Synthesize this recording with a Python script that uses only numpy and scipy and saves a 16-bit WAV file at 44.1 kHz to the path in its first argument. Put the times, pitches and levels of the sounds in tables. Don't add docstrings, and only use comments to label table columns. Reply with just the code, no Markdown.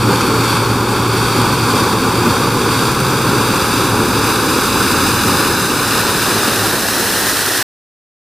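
import sys
import numpy as np
from scipy import signal
from scipy.fft import rfft, irfft, next_fast_len
from scipy.io import wavfile
from scipy.ndimage import uniform_filter1d, map_coordinates

SR = 44100
rng = np.random.default_rng(int(sys.argv[2]) if len(sys.argv) > 2 else 0)


def materialize(psi):
    bounded = np.clip(np.atleast_2d(psi).T, -1, 1)
    quanta = np.round(bounded * 32767).astype(np.int16)
    wavfile.write(sys.argv[1], SR, quanta)


def boost(x):
    u = np.asarray(x, float) / 20
    return 10 ** u


N = 370440
T = np.arange(N) / SR


def columns(table):
    s, *rest = np.transpose(table)
    return [np.interp(T, s, column) for column in rest]


def colour(x, table):
    hz, db = np.transpose(table)
    size = next_fast_len(N)
    bins = np.arange(size // 2 + 1) * SR / size + 1
    gain = boost(np.interp(np.log(bins), np.log(hz), db))
    return irfft(rfft(x, size) * gain, size)[..., :N]


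def unit(x, low_hz, high_hz):
    bandpass = signal.butter(4, [low_hz, high_hz], "bandpass", fs=SR, output="sos")
    return x / signal.sosfilt(bandpass, x[0]).std()


def walk(rate):
    k = int(SR / rate)
    held = np.repeat(rng.standard_normal(N // k + 1), k)
    return 1.05 * uniform_filter1d(uniform_filter1d(held, k), k)[:N]


def delayed(x, lag_ms):
    place = np.arange(N) - lag_ms * SR / 1000
    return np.array([map_coordinates(row, [place], order=3) for row in x])


# hz [Hz], level_db [dB]
PORT_WIDTH = [(60, -31), (300, -34), (700, -27), (1300, -27), (2400, -17.5), (4400, -15), (6500, -7.5),
              (8500, -7), (10200, -2.5), (11600, -4), (13000, -.5), (15000, -5)]


def turbulence(patchy_db, rate, slaps_per_s, slap_db):
    chance = rng.random((int(slaps_per_s * N / SR), 2))
    slap_at = (chance[:, 0] * N).astype(int)
    hits = np.zeros(N)
    hits[slap_at] = boost(-slap_db * np.log(1 - chance[:, 1]))
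    decay_s = 0.005
    burst = signal.lfilter([1], [1, -np.exp(-1 / (decay_s * SR))], hits)
    envelope = (1 + 0.14 * burst) * boost(patchy_db * walk(rate))
    mid, side = rng.standard_normal((2, N)) * envelope
    return np.array([mid, colour(side, PORT_WIDTH)])


# hz [Hz], level_db [dB per Hz]
ROAR_SPECTRUM = [(20, -21), (40, -20), (70, -11), (130, -7), (250, -0.5), (450, 1), (800, 0.5),
                 (1300, -10.5), (1700, -13.5), (2100, -20), (3500, -29.5), (8000, -33)]
ROAR_LAG_MS, ROAR_SHARE = 0.75, 0.87


def engine_and_fan_roar(ahead):
    direct = colour(turbulence(patchy_db=1.3, rate=16., slaps_per_s=150., slap_db=2.5), ROAR_SPECTRUM)
    copy = ROAR_SHARE * ahead * delayed(direct, ROAR_LAG_MS)
    return unit(direct + copy, 180, 550)


BOUNCE_SPLIT_HZ, TOP_SPLIT_HZ = 5400, 9400
LOW_SHARE, MUD_LEAD_RAD = 0.59, 0.56
LOW_LAG_MS, LOW_LAG_NEAR_MS = 0.894, 0.766
GLANCE_MS, GLANCE_MS_PER_S = .868, -.0155
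GLANCE_SHARE, TOP_SHARE, TOP_GONE_S = .26, .46, 6.3


def bounced(x, low_ms, ahead):
    low, under_top = (signal.sosfiltfilt(signal.butter(3, hz, fs=SR, output="sos"), x)
                      for hz in (BOUNCE_SPLIT_HZ, TOP_SPLIT_HZ))
    analytic = signal.hilbert(low, next_fast_len(N))[:, :N]
    turned = (analytic * np.exp(1j * MUD_LEAD_RAD)).real
    glance = GLANCE_SHARE * ahead * (under_top - low)
    top = TOP_SHARE * np.clip(1 - T / TOP_GONE_S, 0, 1) * (x - under_top)
    low_copy = LOW_SHARE * ahead * delayed(turned, low_ms)
    return x + low_copy + delayed(glance + top, GLANCE_MS + GLANCE_MS_PER_S * T)


# hz [Hz], level_db [dB per Hz]
WASH_FAR_SPECTRUM = [(80, -40), (200, -6), (350, -3), (650, -4.5), (1000, 0.5), (1600, -1), (2000, -9),
                     (2600, -5.5), (3500, -9), (4700, -6), (5700, -14), (8000, -14), (11500, -18),
                     (15200, -28)]
# hz [Hz], level_db [dB per Hz]
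WASH_NEAR_SPECTRUM = [(80, -27.5), (200, -11), (350, -2), (650, -13.5), (1000, -6), (1600, 1), (1900, 1.5),
                      (2150, -8), (3200, -7), (4500, -7), (5800, -7), (7000, -10.5), (10500, -9),
                      (15200, -14)]


def churned_water(near, ahead):
    water = turbulence(patchy_db=0.88, rate=9., slaps_per_s=130., slap_db=2.)
    far = unit(colour(water, WASH_FAR_SPECTRUM), 2200, 6000)
    close = unit(colour(water, WASH_NEAR_SPECTRUM), 2200, 6000)
    direct = (1 - near) * far + near * close
    low_ms = LOW_LAG_MS + (LOW_LAG_NEAR_MS - LOW_LAG_MS) * near
    return bounced(direct, low_ms, ahead)


def harmonics(hz, orders, waver_db, jitter):
    phase = 2 * np.pi * np.cumsum(hz * (1 + jitter * walk(14.))) / SR
    total = 0
    for multiple, db in orders:
        level = np.sqrt(2) * boost(db + waver_db * walk(9.))
        total = total + level * np.sin(multiple * phase + 2 * np.pi * rng.random())
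    return total


# start_s [s], pitch_hz (firing rate) [Hz], level_db [dB]
WADING_ENGINE = [(1.7, 41, -34), (2.2, 42, -29), (2.5, 42.6, -31), (3.05, 44.7, -23), (3.4, 42.5, -29),
                 (3.65, 37, -37), (3.95, 34, -30), (4.35, 34.6, -32), (4.7, 41.5, -37), (5.05, 44.3, -28),
                 (5.35, 42, -34), (5.7, 44, -44), (6.2, 50, -37), (6.8, 53.3, -31), (6.95, 50, -39),
                 (7.15, 49.7, -34), (7.63, 46, -46)]
# multiple [of the firing rate], deep_db (in deep water) [dB],
# out_db (climbing out) [dB]
WADING_ORDERS = [(1, -21, -10.5), (2, -10.5, -0.5), (3, 0, -14.5), (4, -5.5, -5.5)]
CLIMBS_OUT_S, CLIMB_S = 4.5, .3


def wading_engine():
    hz, db = columns(WADING_ENGINE)
    out_of_water = np.clip((T - CLIMBS_OUT_S) / CLIMB_S + .5, 0, 1)
    orders = [(multiple, deep_db + (out_db - deep_db) * out_of_water)
              for multiple, deep_db, out_db in WADING_ORDERS]
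    rise = np.clip((T - WADING_ENGINE[0][0]) / .3, 0, 1)
    return rise * boost(db) * harmonics(hz, orders, waver_db=2.2, jitter=.008)


# multiple [of its pitch], level_db [dB]
FOUR_IDLE_ORDERS = [(1 / 2, -20.5), (3 / 4, -15), (1, 0), (5 / 4, -26.5)]
SIX_IDLE_ORDERS = [(1 / 3, -14), (2 / 3, -10), (1, 0), (4 / 3, -5.5), (5 / 3, -8)]
# pitch_hz (strongest harmonic) [Hz], level_db (of that harmonic, before it sinks) [dB],
# lost_db (change at full nearness) [dB], waver_db (spread) [dB]
FOUR_IDLE = (116, -22.5, -18, 2.5)
SIX_IDLE = (107.5, -30, -6.5, 4)
SHADOW_DB = -5


def idling_engines(near, ahead):
    total = 0
    for (hz, db, lost_db, waver_db), orders in ((FOUR_IDLE, FOUR_IDLE_ORDERS), (SIX_IDLE, SIX_IDLE_ORDERS)):
        level = boost(db + lost_db * near + SHADOW_DB * (1 - ahead))
        drifting_hz = hz * (1 + .005 * walk(1.5))
        total = total + level * harmonics(drifting_hz, orders, waver_db, jitter=.004)
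    return total


TREBLE_LEAN, TREBLE_LEAN_HZ = .1, 10000
PASSING_LEAN = .03


def stereo_ports(mid, side, ahead):
    highpass = signal.butter(2, TREBLE_LEAN_HZ, "highpass", fs=SR, output="sos")
    side = side + TREBLE_LEAN * signal.sosfiltfilt(highpass, mid)
    side = side - PASSING_LEAN * (1 - ahead) * mid
    return np.array([mid + side, mid - side])


# start_s [s], roar_db [dB], wash_db (before its ground copy) [dB]
DRIVE_LEVELS = [(0, -19, -25.5), (.4, -19, -23.5), (.8, -19.5, -26.5), (1.45, -18.5, -23.5),
                (2.2, -18, -24.5), (3, -19, -24.5), (3.6, -19, -23.5), (4.2, -19, -24), (4.65, -20, -22.5),
                (5.1, -20, -22.5), (5.9, -22.5, -22.5), (6.35, -22, -21), (6.8, -23, -21.5),
                (7.1, -24.5, -21.5), (7.63, -30.5, -21.5)]
# start_s [s], nearness [0-1]
NEARNESS = [(0, 0.03), (2.4, 0.19), (4, 0.38), (5.4, 0.6), (6.5, 0.66), (7, 1), (7.63, 0.96)]
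ALONGSIDE_S, DRAWS_UP_S = 7.83, 2.3


def scene():
    roar_db, wash_db = columns(DRIVE_LEVELS)
    near = np.clip(columns(NEARNESS)[0], 0, 1)
    ahead = np.clip((ALONGSIDE_S - T) / DRAWS_UP_S, 0, 1)
    roar = boost(roar_db) * engine_and_fan_roar(ahead)
    wash = boost(wash_db) * churned_water(near, ahead)
    mid, side = roar + wash
    mid = mid + wading_engine() + idling_engines(near, ahead)
    return stereo_ports(mid, side, ahead)


def top_cut(x):
    return signal.sosfilt(signal.butter(12, 15710, fs=SR, output="sos"), x)


BODY_MS, BODY_SHARE = 0.22, 0.1
TOP_HZ, CUT_S = 15280, 7.6275


def record(dry):
    heard = dry + BODY_SHARE * delayed(dry, BODY_MS)
    heard = np.tanh(.75 * heard) / .75
    lowpass = signal.ellip(8, .2, 60, TOP_HZ, fs=SR, output="sos")
    heard = signal.sosfilt(lowpass, heard)
    finished = heard * (T < CUT_S)
    return top_cut(finished)


dry = scene()
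out = record(dry)
materialize(out)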